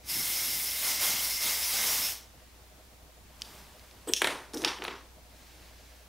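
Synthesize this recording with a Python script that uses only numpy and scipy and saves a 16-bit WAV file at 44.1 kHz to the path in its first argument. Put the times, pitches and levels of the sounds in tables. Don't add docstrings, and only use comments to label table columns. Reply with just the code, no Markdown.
import sys
import numpy as np
from scipy import signal
from scipy.fft import rfft, irfft, next_fast_len
from scipy.io import wavfile
from scipy.ndimage import uniform_filter1d, map_coordinates

SR = 44100
rng = np.random.default_rng(int(sys.argv[2]) if len(sys.argv) > 2 else 0)


def gain_from_db(level_db):
    decades = np.asarray(level_db, float) / 20
    return 10 ** decades


def unload_wav(signal):
    wavfile.write(
        sys.argv[1],
        SR,
        np.round(np.clip(np.atleast_2d(signal).T, -1, 1) * 32767).astype(np.int16),
    )


N = 268436
TIME = np.arange(N) / SR


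def unit(x):
    return x / np.sqrt(np.mean(x ** 2) + 1e-20)


def along(points, hz):
    f, value = np.transpose(points)
    return np.interp(np.log(hz + 1), np.log(f + 1), value)


def wobble(rate):
    knots = rng.standard_normal(int(N * rate / SR) + 4)
    return map_coordinates(knots, [TIME * rate])


def filtered(x, response):
    n = x.shape[-1]
    padded = next_fast_len(n + 8192)
    hz = np.fft.rfftfreq(padded, 1 / SR)
    return irfft(rfft(x, padded) * response(hz), padded)[..., :n]


def modes(resonances):
    def response(f):
        total = 0
        for k, (centre, width, db) in enumerate(resonances):
            peak = 1j * f * width / (centre * centre - f * f + 1j * f * width)
            total = total + (-1) ** k * gain_from_db(db) * peak
        return total
    return response


def rush(spectrum, patchy_db):
    z = signal.stft(rng.standard_normal(N + SR), nperseg=512)[2]
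    patches = uniform_filter1d(rng.standard_normal(z.shape), size=8, axis=0)
    patches = uniform_filter1d(patches, size=6, axis=1)
    noise = signal.istft(z * gain_from_db(patchy_db * unit(patches)), nperseg=512)[1][:N]
    return unit(filtered(noise, lambda hz: gain_from_db(along(spectrum, hz))))


def swell_db(start, hold, rise, fall):
    before = np.maximum(start - TIME, 0)
    after = np.maximum(TIME - start - hold, 0)
    return -rise * before - fall * after


def strokes(rows, slopes):
    return sum(gain_from_db(db + swell_db(s, hold, *slopes)) for s, hold, db in rows)


def background():
    # f/Hz, relative level per Hz/dB
    air = [(20, -13), (45, -6), (90, -3), (130, -9.5), (250, -10.5), (500, -15), (800, -15.5),
           (1500, -23.5), (5000, -24.5), (9000, -34)]
    # f/Hz, level/dB before the swell
    purr_tones = [(622, -61.5), (716, -65), (506, -65.5)]
    purr_steps = np.array([0, 2, 5, 7]) / 9
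    cycle_s = .3749
    phase = (TIME - 2.347) / cycle_s % 1
    gaps = [np.abs((phase - step + .5) % 1 - .5) for step in purr_steps]
    gap_s = cycle_s * np.min(gaps, axis=0)
    swell = np.exp(-(gap_s / .016) ** 2) * gain_from_db(1.8 * wobble(9))
    purr = sum(gain_from_db(db) * np.sin(2 * np.pi * hz * TIME + 0.59 * wobble(13)) for hz, db in purr_tones)
    hum = gain_from_db(-55.5 + 0.78 * wobble(2.58)) * np.sin(2 * np.pi * 60 * TIME)
    return gain_from_db(-60) * rush(air, patchy_db=2.5) + hum + swell * purr


def spray():
    # t/s, hiss level/dB (lowered by 1.83 dB when mixed), fizz level/dB
    wave = [(0.11, -37, -33), (0.2, -35.5, -31.5), (0.42, -35, -32), (0.55, -36, -32), (0.78, -37, -34),
            (0.88, -31, -29), (0.99, -34.5, -36), (1.032, -29, -27), (1.18, -33, -34), (1.25, -33.5, -30),
            (1.4, -37, -36), (1.43, -32.5, -31), (1.47, -31, -30.5), (1.61, -34.5, -33), (1.7, -34.5, -31),
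            (1.76, -31, -32), (1.9, -30, -29), (2.11, -35, -33.5)]
    # f/Hz, relative level per Hz/dB
    jet_colour = [(700, -27), (1200, -15.5), (1800, -5.5), (2500, -3.5), (3500, -1), (4400, -2.5),
                  (6500, -1), (9000, -9.5), (11700, -16.5), (16000, -60)]
    roar_colour = [(250, -27), (420, -8), (700, -3.5), (1000, -3), (1500, -6), (2200, -14), (4000, -54)]
    fizz_colour = [(5000, -38), (8000, -9), (10800, -3.5), (13800, -4), (16000, -6.5)]
    puff_colour = [(60, -18), (100, 1), (180, -0.5), (330, 1), (500, -21), (1000, -60)]
    # f/Hz, width of one pass/Hz, level/dB
    nozzle_cavity = [(5290, 970, 0)]
    stem_cavity = [(2116, 180, 0)]
    # t/s, level against the hiss/dB
    stem_levels = [(0, -10.5), (1.5, -10), (2.1, -15.5)]
    # t/s, hold/s, level/dB
    puffs = [(0.16, 0.044, -49.5), (0.45, 0.18, -56), (0.88, 0.013, -54.5), (1.11, 0.019, -50.5),
             (1.46, 0.037, -54.5), (1.76, 0.24, -55)]

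    s, *levels = np.transpose(wave)
    hiss_db, fizz_db = (np.interp(TIME, s, db) for db in levels)
    swing_db = hiss_db + 34
    full_s, fade_s = 0.1, 2.107
    spray_db = swell_db(full_s, fade_s - full_s, rise=380.5, fall=173)

    roar_gain = gain_from_db(-48.5 + 1.66 * swing_db + 0.68 * spray_db)
    whistle_gain = gain_from_db(-40 + 0.68 * swing_db + 2 * wobble(18) + 1.1 * spray_db)
    fizz_gain = gain_from_db(fizz_db + 1.34 * spray_db)

    stem = unit(filtered(rng.standard_normal(N), lambda hz: modes(stem_cavity)(hz) ** 2))
    stem_gain = gain_from_db(np.interp(TIME, *np.transpose(stem_levels)))
    jet = rush(jet_colour, patchy_db=1.12) + stem_gain * stem
    even_noise = rush([(1000, 0)], patchy_db=2.5)
    whistle = unit(filtered(even_noise, lambda hz: modes(nozzle_cavity)(hz) ** 2))

    lows = roar_gain * rush(roar_colour, patchy_db=0.5)
    lows = lows + strokes(puffs, (180, 90)) * rush(puff_colour, patchy_db=-1.0)
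    highs = gain_from_db(hiss_db - 1.83 + spray_db) * jet + whistle_gain * whistle
    highs = highs + fizz_gain * rush(fizz_colour, patchy_db=1.0)
    flutter = gain_from_db(0.38 * wobble(41.14) + 0.36 * wobble(250))
    return flutter * highs + lows


def rustle():
    # t/s, hold/s, fine rustle level/dB, low swish level/dB
    rubs = [(2.26, 0.59, -70, -73), (3.475, 0.12, -57, -53.5), (3.782, 0.37, -64.5, -63.5),
            (5.384, 0.28, -60.5, -65.5), (5.8, 0.19, -63, -71)]
    # f/Hz, relative level per Hz/dB
    cloth_colour = [(900, -29), (1600, 4), (2900, 2.5), (5400, 1), (7000, -4), (12000, -11), (16000, -9.5)]
    swish_colour = [(120, -1), (250, -3), (600, -4), (1100, -2), (1700, -9), (3000, -15)]
    slopes = (86, 86)  # rise, fall (dB per s)
    fine = strokes([(s, hold, db) for s, hold, db, _ in rubs], slopes)
    low = strokes([(s, hold, db) for s, hold, _, db in rubs], slopes)
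    fine = fine * gain_from_db(0.33 * wobble(60))
    return fine * rush(cloth_colour, patchy_db=0.8) + low * rush(swish_colour, patchy_db=0.1)


def snaps():
    # t/s, peak level/dB, low mode f/Hz, high mode f/Hz
    clicks = [(3.4124, -37, 2600, 6030), (3.4198, -18, 3270, 4900), (3.7956, -39, 2300, 4300),
              (3.912, -39.5, 2300, 4240), (4.1362, -3.5, 3300, 5710), (4.5724, -25, 3640, 5500)]
    out = np.zeros(N + SR)
    for s, db, low_hz, high_hz in clicks:
        push = gain_from_db(-27 - 60 * TIME[:2048] / .02) * rng.standard_normal(2048)
        push[0] = 1
        parts = [(low_hz, 950, 0), (high_hz, 950, 1), (9200, 1800, -8)]  # (Hz, width Hz, dB)
        steel = [modes([part]) for part in parts]
        broad = modes([(4200, 7000, 0)])
        click = filtered(push, lambda f: sum(mode(f) for mode in steel) * broad(f) ** 2)
        out[round(s * SR):][:len(click)] += gain_from_db(db) * click / np.abs(click).max()
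    return out[:N]


def room(x):
    # f/Hz, time to fall by 60 dB/s
    decay = [(200, 0.91), (1000, 0.43), (4000, 0.32), (12000, 0.47)]
    out, hop = np.zeros(N + SR), SR // 10
    for start in range(0, N, hop):
        piece = x[start:start + hop]
        if np.abs(piece).max() < gain_from_db(-90):
            continue
        hz, t, z = signal.stft(rng.standard_normal(SR // 2), SR, nperseg=256)
        fade = gain_from_db(-60 * t / along(decay, hz)[:, None])
        tail = signal.istft(z * fade, SR, nperseg=256)[1]
        age = TIME[:len(tail)]
        wall_s = .027
        wall = 1 + 0.99 * np.exp(-np.abs(age - wall_s) / 0.014)
        tail = tail * np.where(age < wall_s, gain_from_db(-4.5), wall)
        wet = signal.fftconvolve(piece, tail / np.linalg.norm(tail))
        out[start:start + len(wet)] += wet
    return out[:N]


def rattle(t60):
    fade = gain_from_db(-60 * TIME[:4096] / t60)
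    burst = fade * rng.standard_normal((3, len(fade)))
    for _ in range(4):
        z = rfft(burst)
        burst = irfft(z / np.abs(z))
        burst = np.clip(3.94 * burst / np.abs(burst).max(), -fade, fade)
    return burst


def hits():
    # t/s, ring peak level/dB,
    # main ring f/Hz, table thud against ring/dB, bright edge against ring/dB
    knocks = [(4.0742, -46, 3200, 0, 1), (4.218, -10.5, 1780, -4, -9), (4.244, -15, 1960, -2.5, -9.5),
              (4.2715, -19, 1940, 1.5, -6), (4.5349, -35, 3200, -3, -3), (4.5411, -40, 3200, -3, 0),
              (4.6188, -30, 3520, -7, -10), (4.6379, -30, 1710, 1, -20), (4.6472, -10.5, 2840, -8.5, -16),
              (4.6752, -22, 1810, -12, -22), (4.785, -37, 1660, -6, -20), (4.8208, -27.5, 2020, -3, -34),
              (4.8384, -32.5, 3200, 3.5, -14), (4.8497, -28, 2200, 2, -32), (4.88, -26, 1800, 0, -35)]
    out = np.zeros(N + SR)
    for s, db, ring_hz, thud_db, edge_db in knocks:
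        burst = rattle(t60=.022)
        body = modes([(ring_hz, 0.66 * ring_hz, 0), (2.06 * ring_hz, 1.0 * ring_hz, -1.5)])
        ring = filtered(burst[0], lambda f: body(f) ** 3)
        edge = filtered(burst[1], lambda f: modes([(8800, 5500, 0)])(f) ** 3)
        thud = filtered(burst[2], lambda f: modes([(800, 1900, 0)])(f) ** 2)
        for part, rel_db in [(ring, 0), (edge, edge_db), (thud, thud_db)]:
            out[round(s * SR):][:len(part)] += gain_from_db(db + rel_db) * part / np.abs(part).max()
    return out[:N]


def table():
    # f/Hz, width/Hz, level/dB
    board_modes = [(215, 70, -10), (352, 113, 11), (513, 36, 3.5), (794, 110, -31)]
    # t/s, hold/s, level/dB
    drums = [(4.075, 0.024, -36), (4.218, 0.0054, -35.5), (4.29, 0.053, -47.5), (4.54, .13, -38.5),
             (4.79, .14, -47.5)]
    # t/s, hold/s, level/dB
    scuffs = [(4.225, 0.069, -40.5), (4.31, 0.015, -46.5), (4.655, 0.013, -34.5), (4.835, .1, -49)]
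    # f/Hz, relative level per Hz/dB
    scuff_colour = [(400, -41), (900, 10.5), (2000, 3.5), (3600, -2), (6000, -5), (12000, -41)]
    contact = rng.standard_normal(N) * gain_from_db(2.6 * wobble(80))
    board = unit(filtered(contact, modes(board_modes)))
    scuff = gain_from_db(1.6 * wobble(200)) * rush(scuff_colour, patchy_db=1.5)
    return strokes(drums, (4300, 230)) * board + strokes(scuffs, (870, 120)) * scuff


def skids():
    # t/s, hold/s, level/dB
    slides = [
        [(4.077, 0.021, -40)],
        [(4.543, 0.0028, -41), (4.572, 0.057, -47.5)],
    ]
    # f/Hz, width of one pass/Hz, level of one pass/dB
    steels = [
        [(3200, 840, -1), (8130, 930, 3.5), (13100, 3100, -4)],
        [(5400, 1500, 4.5), (9770, 550, 4), (11200, 450, -1), (13700, 700, 1.5)],
    ]
    chatter = rng.standard_normal(N) * gain_from_db(4.1 * wobble(150))
    out = np.zeros(N)
    for rows, steel in zip(slides, steels):
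        song = unit(filtered(chatter, lambda f: modes(steel)(f) ** 2))
        out += strokes(rows, (2500, 1300)) * song
    return out


def pings():
    # t/s, low mode level/dB, middle mode level/dB, high mode level/dB
    bounces = [(4.6485, -65, -40, -60), (4.84, -45, -66, -45), (4.867, -49, -70, -59)]
    # f/Hz, time to fall by 60 dB/s
    ping_modes = [(9728, 0.079), (11200, 0.07), (13650, 0.045)]
    out, t = np.zeros(N + SR), TIME[:SR // 4]
    for s, *levels in bounces:
        for db, (hz, t60) in zip(levels, ping_modes):
            drift = .02 * np.cumsum(rng.standard_normal(len(t)))
            tone = np.sin(2 * np.pi * hz * t + drift)
            out[round(s * SR):][:len(t)] += gain_from_db(db - 60 * t / t60) * tone
    return out[:N]


def scene():
    clips = snaps() + hits() + skids()
    reverb = gain_from_db(np.where(TIME < 4.0, -9, -3))
    mono = clips + room(reverb * clips) + pings() + table()
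    mono = mono + spray() + rustle() + background()
    return np.array([mono, mono])


def band_limit(x):
    return signal.sosfilt(signal.butter(12, 16820, fs=SR, output="sos"), x)


def record(dry):
    # f/Hz, relative level per Hz/dB
    hiss_colour = [(20, 12), (80, 3.5), (300, 1), (700, 0), (14000, -8), (16000, -9)]
    hiss = filtered(rng.standard_normal(dry.shape), lambda hz: gain_from_db(along(hiss_colour, hz)))
    noisy = dry + gain_from_db(-58.5) * unit(hiss)
    mix = filtered(noisy, lambda hz: hz < 15750)
    return band_limit(mix)


dry = scene()
out = record(dry)
unload_wav(out)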